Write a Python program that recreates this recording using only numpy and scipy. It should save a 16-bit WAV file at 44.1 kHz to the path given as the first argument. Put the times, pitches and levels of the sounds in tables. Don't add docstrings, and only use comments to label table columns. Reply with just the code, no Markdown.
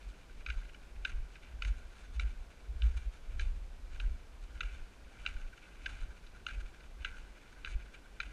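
import sys
import numpy as np
from scipy import signal
from scipy.fft import rfft, irfft, next_fast_len
from scipy.io import wavfile
from scipy.ndimage import uniform_filter1d, map_coordinates

SR = 44100
rng = np.random.default_rng(int(sys.argv[2]) if len(sys.argv) > 2 else 0)


def store_pcm(level_fs):
    pcm = np.round(np.clip(level_fs, -1, 1) * 32767).astype(np.int16)
    wavfile.write(sys.argv[1], SR, np.atleast_2d(pcm).T)


N = 366912

# frequency_hz, relative_level_db
HISS_COLOUR = [(20, 14.5), (90, 2.5), (160, 3), (300, 1), (600, -2), (1100, -6), (2000, -9.5), (4000, -14),
               (6400, -18), (9500, -23), (12000, -27), (15000, -37.5)]
# start_s, level_db
RUSTLE = [(0, -66.5), (.75, -71), (1.5, -66.5), (2.3, -71.5), (3, -68.5), (3.6, -72.5), (4.3, -69.5),
          (5, -67), (5.65, -68), (6.3, -70.5), (6.9, -69), (7.5, -65.5), (8.3, -67.5)]
# frequency_hz, relative_level_db
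SHIVER_COLOUR = [(10, -59), (25, -0.5), (40, -7.5), (52, -7), (62, -5.5), (80, -21), (110, -31), (180, -45),
                 (400, -55), (900, -120)]
# frequency_hz, relative_level_db
SWAY_COLOUR = [(8, -28), (20, -1), (35, -4.5), (48, -2.5), (65, -14.5), (100, -26), (180, -35.5),
               (400, -42), (900, -120)]
# frequency_hz, relative_level_db
THUD_COLOUR = [(25, -38), (45, -7), (62, 1.5), (85, -11), (120, -23.5), (200, -29), (500, -75)]
# start_s, share_0_to_1
STIFFNESS = [(0, 0.2), (1.2, 0.16), (2.2, 0.93), (3.4, 1), (4.6, 0.61), (5.3, 0), (8.3, 0)]
# centre_s, swing_peak_db, pitch_hz, half_length_s
JOLTS = [(0.08, -38, 45.3, 0.036), (0.506, -34, 53.3, 0.028), (0.578, -27.5, 29.2, 0.017),
         (1.152, -28.5, 28, 0.014), (1.203, -32.5, 23, 0.021), (1.67, -25.5, 47, 0.018),
         (1.713, -25, 42.7, 0.019), (2.191, -29, 57, 0.034), (2.255, -27.5, 52.5, 0.036),
         (2.707, -32, 48, 0.019), (2.853, -21.5, 54.7, 0.027), (2.974, -28, 49, 0.01),
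         (3.078, -30, 43.7, 0.021), (3.454, -34.5, 51.7, 0.046), (3.481, -27.5, 35.5, 0.032),
         (4.046, -27.5, 43, 0.036), (4.428, -38.5, 35.2, 0.039), (4.651, -36, 41, 0.041),
         (4.724, -39.5, 45, 0.029), (4.82, -35, 25.5, 0.023), (5.366, -31.5, 26.4, 0.012),
         (5.445, -34.5, 27, 0.035), (6.029, -31.5, 26.6, 0.025), (6.58, -31, 38.4, 0.016),
         (6.647, -34, 27.3, 0.013), (7.01, -37.5, 48.7, 0.012), (7.759, -25, 35.7, 0.0088)]
# pitch_hz, width_hz, gain_db
CASE = [(1383, 144, -2), (1577.6, 177, 6.5), (1643, 190, 1.5), (2024, 155, -1.5), (2330, 128, 2.5),
        (2553, 126, 2.5), (2771, 69, 2), (2992, 118, 2), (3562, 147, -1.5), (3962, 108, 1),
        (4600, 310, -13.5), (5350, 73, -20), (5650, 370, -28), (6370, 110, -13), (9450, 480, -23)]
# bottom_hz, top_hz
RING_BANDS = [(1200, 1870), (1870, 3320), (3320, 4250), (4250, 8000)]
# bottom_hz, top_hz
CRACK_BAND = (690, 3750)
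# frequency_hz, gain_db
GRAIN_COLOUR = [(500, -12), (1100, -6.5), (1500, 3.5), (1900, 0.5), (2400, -1.5), (3000, -5.5), (4000, -9),
                (6400, 2.5), (10000, -13), (15000, -43)]
# frequency_hz, gain_db
POWDER_COLOUR = [(900, 2), (2000, -4), (4500, -14), (7000, -13.5), (10000, -6.5), (15000, -54)]
# start_s, gain_db
CRISPNESS = [(.5, 2.5), (1.1, 0), (1.6, 3), (3.4, 3.5), (5.3, 1), (6.5, -0.5), (8.2, -1)]
# centre_s, level_db, spread_s
SCUFFS = [(0.296, -62.5, 0.0041), (0.406, -61, .006), (0.513, -56, 0.011), (0.565, -61, .002),
          (0.652, -59, 0.0055), (0.695, -59, .005), (.735, -61, .003), (0.962, -64, .005),
          (1.087, -59, .003), (1.096, -55, .003), (1.679, -57, 0.0064), (2.04, -62, 0.019),
          (2.16, -61, .007), (2.972, -58, 0.0034), (4.519, -61, .003), (4.553, -63, 0.0095),
          (4.79, -61, .012), (5.297, -55, .007), (5.418, -56.5, 0.0068), (5.533, -57.5, 0.006),
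          (6.113, -63, .005), (6.356, -61.5, 0.016), (6.4, -61, 0.0044), (6.609, -58.5, 0.01),
          (6.662, -58.5, 0.0044), (6.743, -60, .005), (7.002, -58, 0.0062), (7.112, -57, .005),
          (7.18, -60, 0.014), (7.377, -62, .005), (7.527, -61.5, .006), (7.86, -62, 0.0054)]
# landing_s, low_ring_db, middle_ring_db, bright_ring_db,
# snap_db, low_ring_hz, middle_ring_hz, snap_hz, relative_slip_s, scuff_before_landing_db, crunch_db,
# creak_under_full_weight_db, camera_shake_db
STEPS = [(0.4622, -49, -42.5, -56, -61, 1410, 2630, 4480, 0.0025, -73, -54, -64, -41.5),
         (1.049, -35.5, -37, -47, -55, 1540, 2850, 4870, 0.0031, -80, -52, -85, -39),
         (1.6206, -45, -40, -55.5, -55.5, 1290, 2120, 4530, 0.0027, -77, -56.5, -65.5, -37),
         (2.196, -45, -40.5, -48.5, -56.5, 1410, 1900, 6000, 0.0024, -82, -54.5, -67.5, -36.5),
         (2.82, -56, -48, -50.5, -67, 1480, 2470, 4500, 0.00057, -72, -58, -67, -34.5),
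         (3.3947, -44, -45.5, -51.5, -58, 1740, 2380, 6200, 0.0026, -66.5, -56.5, -88, -31),
         (3.999, -51, -46.5, -54, -66, 1660, 2650, 5200, 0.0018, -66, -59, -71, -38),
         (4.606, -39.5, -39.5, -47, -57, 1400, 2550, 6570, 0.0037, -67, -53, -62.5, -40.5),
         (5.263, -41.5, -41, -45, -56, 1370, 2550, 5330, 0.0016, -60.5, -53, -66, -46),
         (5.8589, -38.5, -41.5, -50, -56, 1590, 2250, 4860, 0.0035, -63.5, -53.5, -59, -44),
         (6.4658, -40.5, -48.5, -49, -59, 1420, 2850, 6100, 0.0018, -82, -50, -69, -44.5),
         (7.0466, -38.5, -45, -48.5, -59, 1510, 2550, 6700, 0.0031, -82, -51.5, -74, -44),
         (7.647, -48, -43.5, -53, -64, 1320, 2700, 5000, 0.0015, -79, -53, -82, -47.5),
         (8.2012, -38.5, -38.5, -47.5, -57, 1500, 2560, 5130, 0.0031, -79, -54, -76, -46.5)]
# start_s, low_ring_db, middle_ring_db, bright_ring_db, snap_db,
# low_ring_hz, relative_slip_s
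CRACKS = [(0.486, -47.5, -50, -68, -68, 1410, 0.0053), (0.5001, -44.5, -43, -56.5, -60, 1620, 0.0044),
          (0.7446, -58.5, -56, -76, -72, 1590, 0.0035), (1.355, -60.5, -57, -72, -74, 1560, 0.0018),
          (1.648, -51, -47, -58, -61, 1600, 0.0017), (3.405, -56, -57, -64, -62, 1440, 0.0081),
          (4.6314, -50, -51.5, -69, -71, 1410, 0.0016), (5.251, -52, -58, -77, -81, 1500, 0.0028),
          (5.272, -57, -45, -67, -68, 1500, 0.0031), (5.364, -57, -64, -79, -80, 1510, 0.0077),
          (5.575, -61.5, -61, -80, -74, 1470, 0.0033), (6.264, -69, -66, -64.5, -70, 1500, 0.0083),
          (6.485, -46.5, -62, -55, -68, 1500, 0.0061), (6.501, -53.5, -56, -72, -72, 1540, 0.01),
          (6.805, -64, -64, -73, -76, 1620, 0.0031), (7.056, -56, -48, -60, -71, 1360, 0.0018),
          (7.657, -53, -56, -61, -67, 1570, 0.0051), (7.672, -46.5, -53, -71, -81, 1450, 0.0022),
          (8.212, -56, -53, -57, -72, 1400, 0.0024), (8.229, -52, -55, -69, -73, 1600, 0.003)]
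# start_s, pitch_hz, peak_db
SQUEAKS = [(5.262, 2745, -25), (6.465, 2810, -30.5), (7.0465, 2750, -32.5)]

TOP_HZ = 15000
LEAD_S = 0.003
HUSH_LEAD_S, HUSH_S, HUSH_DB = 0.1, 0.036, -6
STICK_LEAD_S, STICK_S, STICK_DB = 0.0062, 0.006, -6.5
CRACK_MIDDLE_HZ, CRACK_SNAP_HZ = 2300, 4730
LOW_FOCUS_HZ, MIDDLE_FOCUS_HZ, SNAP_FOCUS_HZ = 270, 1100, 1350


def amp(db):
    return 10 ** (np.asarray(db) / 20)


def unit(x):
    return x / np.sqrt(np.mean(x ** 2) + 1e-20)


def curve(rows):
    return np.interp(np.arange(N) / SR, *np.transpose(rows))


def wobble(rate):
    knots = rng.standard_normal(int(N * rate / SR) + 4)
    return map_coordinates(knots, [np.arange(N) * rate / SR])


def bell(t, half_s):
    return np.exp(-(t / half_s) ** 2)


def filtered(x, response):
    m = next_fast_len(len(x) + 8192)
    return irfft(rfft(x, m) * response(np.fft.rfftfreq(m, 1 / SR)), m)[:len(x)]


def lowpass(hz, corner_hz, order):
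    return 1 / (1 + (hz / corner_hz) ** order)


def coloured(x, points):
    f, db = np.transpose(points)
    return filtered(x, lambda hz: amp(np.interp(np.log(hz + 1), np.log(f + 1), db)))


def focused(x, centre_hz, width_hz):
    return filtered(x, lambda hz: 1 / (1 + ((hz - centre_hz) / width_hz) ** 2))


def add(track, s, sound):
    part = track[max(0, round(s * SR)):][:len(sound)]
    part += sound[:len(part)]


def hiss(level_db=-60.0):
    return amp(level_db) * unit(coloured(rng.standard_normal(N), HISS_COLOUR))


def rustle_level(drift_db=4.0, drift_rate=35):
    t = np.arange(N) / SR
    hush = sum(bell(t - s + HUSH_LEAD_S, HUSH_S) for s, *_ in STEPS)
    return amp(curve(RUSTLE) + HUSH_DB * hush + drift_db * wobble(drift_rate))


def stride_shake(stiff_delay_s=0.048, loose_delay_s=0.067, rise_db_per_s=150, fall_db_per_s=55,
                 swing_db=-11, swing_lead_s=0.062, swing_s=0.07,
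                 rest_db=-56, lull_db=-5, lull_delay_s=0.313, lull_s=0.06):
    t, power, lull = np.arange(N) / SR, amp(rest_db) ** 2, 0
    for s, *_, shake_db in STEPS:
        stiffness = np.interp(s, *np.transpose(STIFFNESS))
        delay_s = loose_delay_s - stiffness * (loose_delay_s - stiff_delay_s)
        late = t - s - delay_s
        landing = amp(np.minimum(rise_db_per_s * late, -fall_db_per_s * late))
        swing = amp(swing_db) * bell(t - s + swing_lead_s, swing_s)
        power = power + amp(shake_db) ** 2 * (landing ** 2 + swing ** 2)
        lull = lull + bell(t - s - lull_delay_s, lull_s)
    return np.sqrt(power) * amp(lull_db * lull)


def handling(shake_db=2.0, thud_db=-17, evenness=0.56, lump_db=3, lump_rate=13, takeover=0.48):
    shiver = unit(coloured(rng.standard_normal(N), SHIVER_COLOUR))
    sway = unit(coloured(rng.standard_normal(N), SWAY_COLOUR))
    thud = unit(coloured(rng.standard_normal(N), THUD_COLOUR))
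    share = np.clip(curve(STIFFNESS), 0, 1)
    shudder = np.sqrt(share) * shiver + np.sqrt(1 - share) * sway
    swell = np.sqrt(np.abs(uniform_filter1d(shudder ** 2, size=SR // 14)) + 1e-4)
    lumps = amp(lump_db * np.minimum(wobble(lump_rate), 1))
    shudder = amp(shake_db) * stride_shake() * unit(lumps * shudder / swell ** evenness)

    swings, busy, t = np.zeros(N), np.zeros(N), np.arange(N) / SR
    for s, db, hz, half_s in JOLTS:
        window = np.exp(-np.minimum(((t - s) / half_s) ** 2, 40))
        swing = np.cos(2 * np.pi * hz * (t - s))
        swings += amp(db) * (swing + amp(thud_db) * thud) * window
        busy += np.sqrt(window)
    return swings + shudder * np.clip(1 - takeover * busy, 0, 1)


def through_case(x):
    def response(f):
        total = 0
        for k, (centre, width, db) in enumerate(CASE):
            damping = 1j * f * width
            total = total + (-1) ** k * amp(db) * damping / (centre ** 2 - f ** 2 + damping)
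        return total
    return filtered(x, response)


def grains(size, rate, spread_db):
    breaks = rng.random(size) < rate / SR
    polarity = rng.choice([-1, 1], size)
    force = amp(spread_db * np.minimum(rng.exponential(size=size), 4))
    return unit(breaks * polarity * force)


def snow_power(scuff_s=0.15, crunch_peak_db=4.5, crunch_rise_s=0.012, crunch_t60_s=0.39,
               creak_delay_s=0.12, creak_s=0.095):
    power, t = np.zeros(N), np.arange(-SR // 4, SR // 2) / SR
    for s, *_, scuff_db, crunch_db, creak_db, _ in STEPS:
        scuff = amp(scuff_db) * bell(t, scuff_s) * (t < 0)
        decay = amp(crunch_db + crunch_peak_db - 60 * np.abs(t) / crunch_t60_s)
        crush = decay * np.clip(t / crunch_rise_s, 0, 1)
        creak = amp(creak_db) * bell(t - creak_delay_s, creak_s)
        add(power, s + t[0], scuff ** 2 + crush ** 2 + creak ** 2)
    for s, db, spread_s in SCUFFS:
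        add(power, s + t[0], (amp(db) * np.exp(-(t / spread_s) ** 2 / 2)) ** 2)
    return power


def sticking():
    t = np.arange(N) / SR
    held = sum(np.exp(-np.minimum(((t - s + STICK_LEAD_S) / STICK_S) ** 2, 40)) for s, *_ in CRACKS)
    return amp(STICK_DB * np.minimum(held, 1))


def coarse_grains(rate, scatter):
    turns = np.cumsum(np.exp(scatter * wobble(200)) * rate / SR)
    breaks = np.diff(np.floor(turns + wobble(300) / 2), prepend=0)
    force = amp(1.7 * np.clip(rng.standard_normal(N), -2, 1))
    return unit(breaks * force) * rng.choice([-1, 1], N)


def crunch(grain_rate=1800, clump_db=3.0, clump_rate=150, crisp_hz=3200,
           coarse_rate=170, coarse_db=-1.0, coarse_scatter=0.45,
           seesaw_db=2.5, seesaw_rate=55, powder_db=-10.0):
    level = np.sqrt(snow_power() * sticking() ** 2 + rustle_level() ** 2)
    clumps = amp(clump_db * np.minimum(wobble(clump_rate), 1))
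    fine = unit(grains(N, grain_rate, spread_db=2.0) * clumps)
    coarse = amp(coarse_db) * coarse_grains(coarse_rate, coarse_scatter)
    fracture = coloured(fine + coarse, GRAIN_COLOUR)

    treble = filtered(fracture, lambda hz: 1 - lowpass(hz, crisp_hz, 8))
    low = filtered(fracture, lambda hz: lowpass(hz, RING_BANDS[0][1], 14))
    middle = fracture - low - treble
    lean = amp(seesaw_db * np.clip(wobble(seesaw_rate), -1.5, 1.5))
    creak = low * lean + middle / lean
    crispness = amp(curve(CRISPNESS) + 2.55 * wobble(30))
    squeaky = through_case(level * (creak + crispness * treble)) / np.std(through_case(fracture))
    fizz = amp(powder_db) * level * crispness * unit(coloured(fracture, POWDER_COLOUR))
    return squeaky + fizz


def squeaks(rise_s=0.0017, t60_s=0.0068):
    out, t = np.zeros(N), np.arange(SR // 20) / SR
    for s, hz, db in SQUEAKS:
        swell = (1 - bell(t, rise_s)) * amp(-60 * t / t60_s)
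        add(out, s, amp(db) * swell / swell.max() * np.sin(2 * np.pi * hz * t))
    return out


def click(ring_db, low_hz, middle_hz, snap_hz, slip_s,
          first_blow=5.6, slip_rate=9000, slip_stretch=1.5, edge_s=0.00021, crack_db=-12.0):
    t, lead = np.arange(SR // 20) / SR, round(LEAD_S * SR)
    slip_window = np.exp(-(t / max(slip_s * slip_stretch, 1e-3)) ** 4)
    slip = grains(len(t), slip_rate, spread_db=1.5) * slip_window
    slip[0] += first_blow
    wall = signal.butter(2, CRACK_BAND, "bandpass", fs=SR, output="sos")
    crack = amp(crack_db) * unit(signal.sosfilt(wall, slip))
    ring = np.pad(unit(through_case(slip)) + crack, (lead, 0))

    low, middle, bright, snap = (
        filtered(ring, lambda hz: lowpass(hz, top, 14) - lowpass(hz, bottom, 14))
        for bottom, top in RING_BANDS)
    snap = filtered(snap, lambda hz: 1 - lowpass(hz, RING_BANDS[-1][0], 40))
    parts = (focused(low, low_hz, LOW_FOCUS_HZ), focused(middle, middle_hz, MIDDLE_FOCUS_HZ),
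             bright, focused(snap, snap_hz, SNAP_FOCUS_HZ))
    mix = sum(amp(db) * part / np.std(part[lead:][:SR // 100]) for db, part in zip(ring_db, parts))
    since_break = (np.arange(len(ring)) - lead) / SR
    onset = 1 / (1 + np.exp(-np.clip(since_break / edge_s, -30, 30)))
    return onset * mix


def clicks():
    out = np.zeros(N)
    for s, low_db, middle_db, bright_db, snap_db, low_hz, middle_hz, snap_hz, slip_s, *_ in STEPS:
        ring_db = (low_db, middle_db, bright_db, snap_db)
        add(out, s - LEAD_S, click(ring_db, low_hz, middle_hz, snap_hz, slip_s))
    for s, low_db, middle_db, bright_db, snap_db, low_hz, slip_s in CRACKS:
        ring_db = (low_db, middle_db, bright_db, snap_db)
        add(out, s - LEAD_S, click(ring_db, low_hz, CRACK_MIDDLE_HZ, CRACK_SNAP_HZ, slip_s))
    return out


def scene():
    return (hiss() + handling() + crunch() + squeaks() + clicks())[None]


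def record(dry):
    return np.array([filtered(x, lambda hz: hz < TOP_HZ) for x in dry])


dry = scene()
out = record(dry)
store_pcm(out)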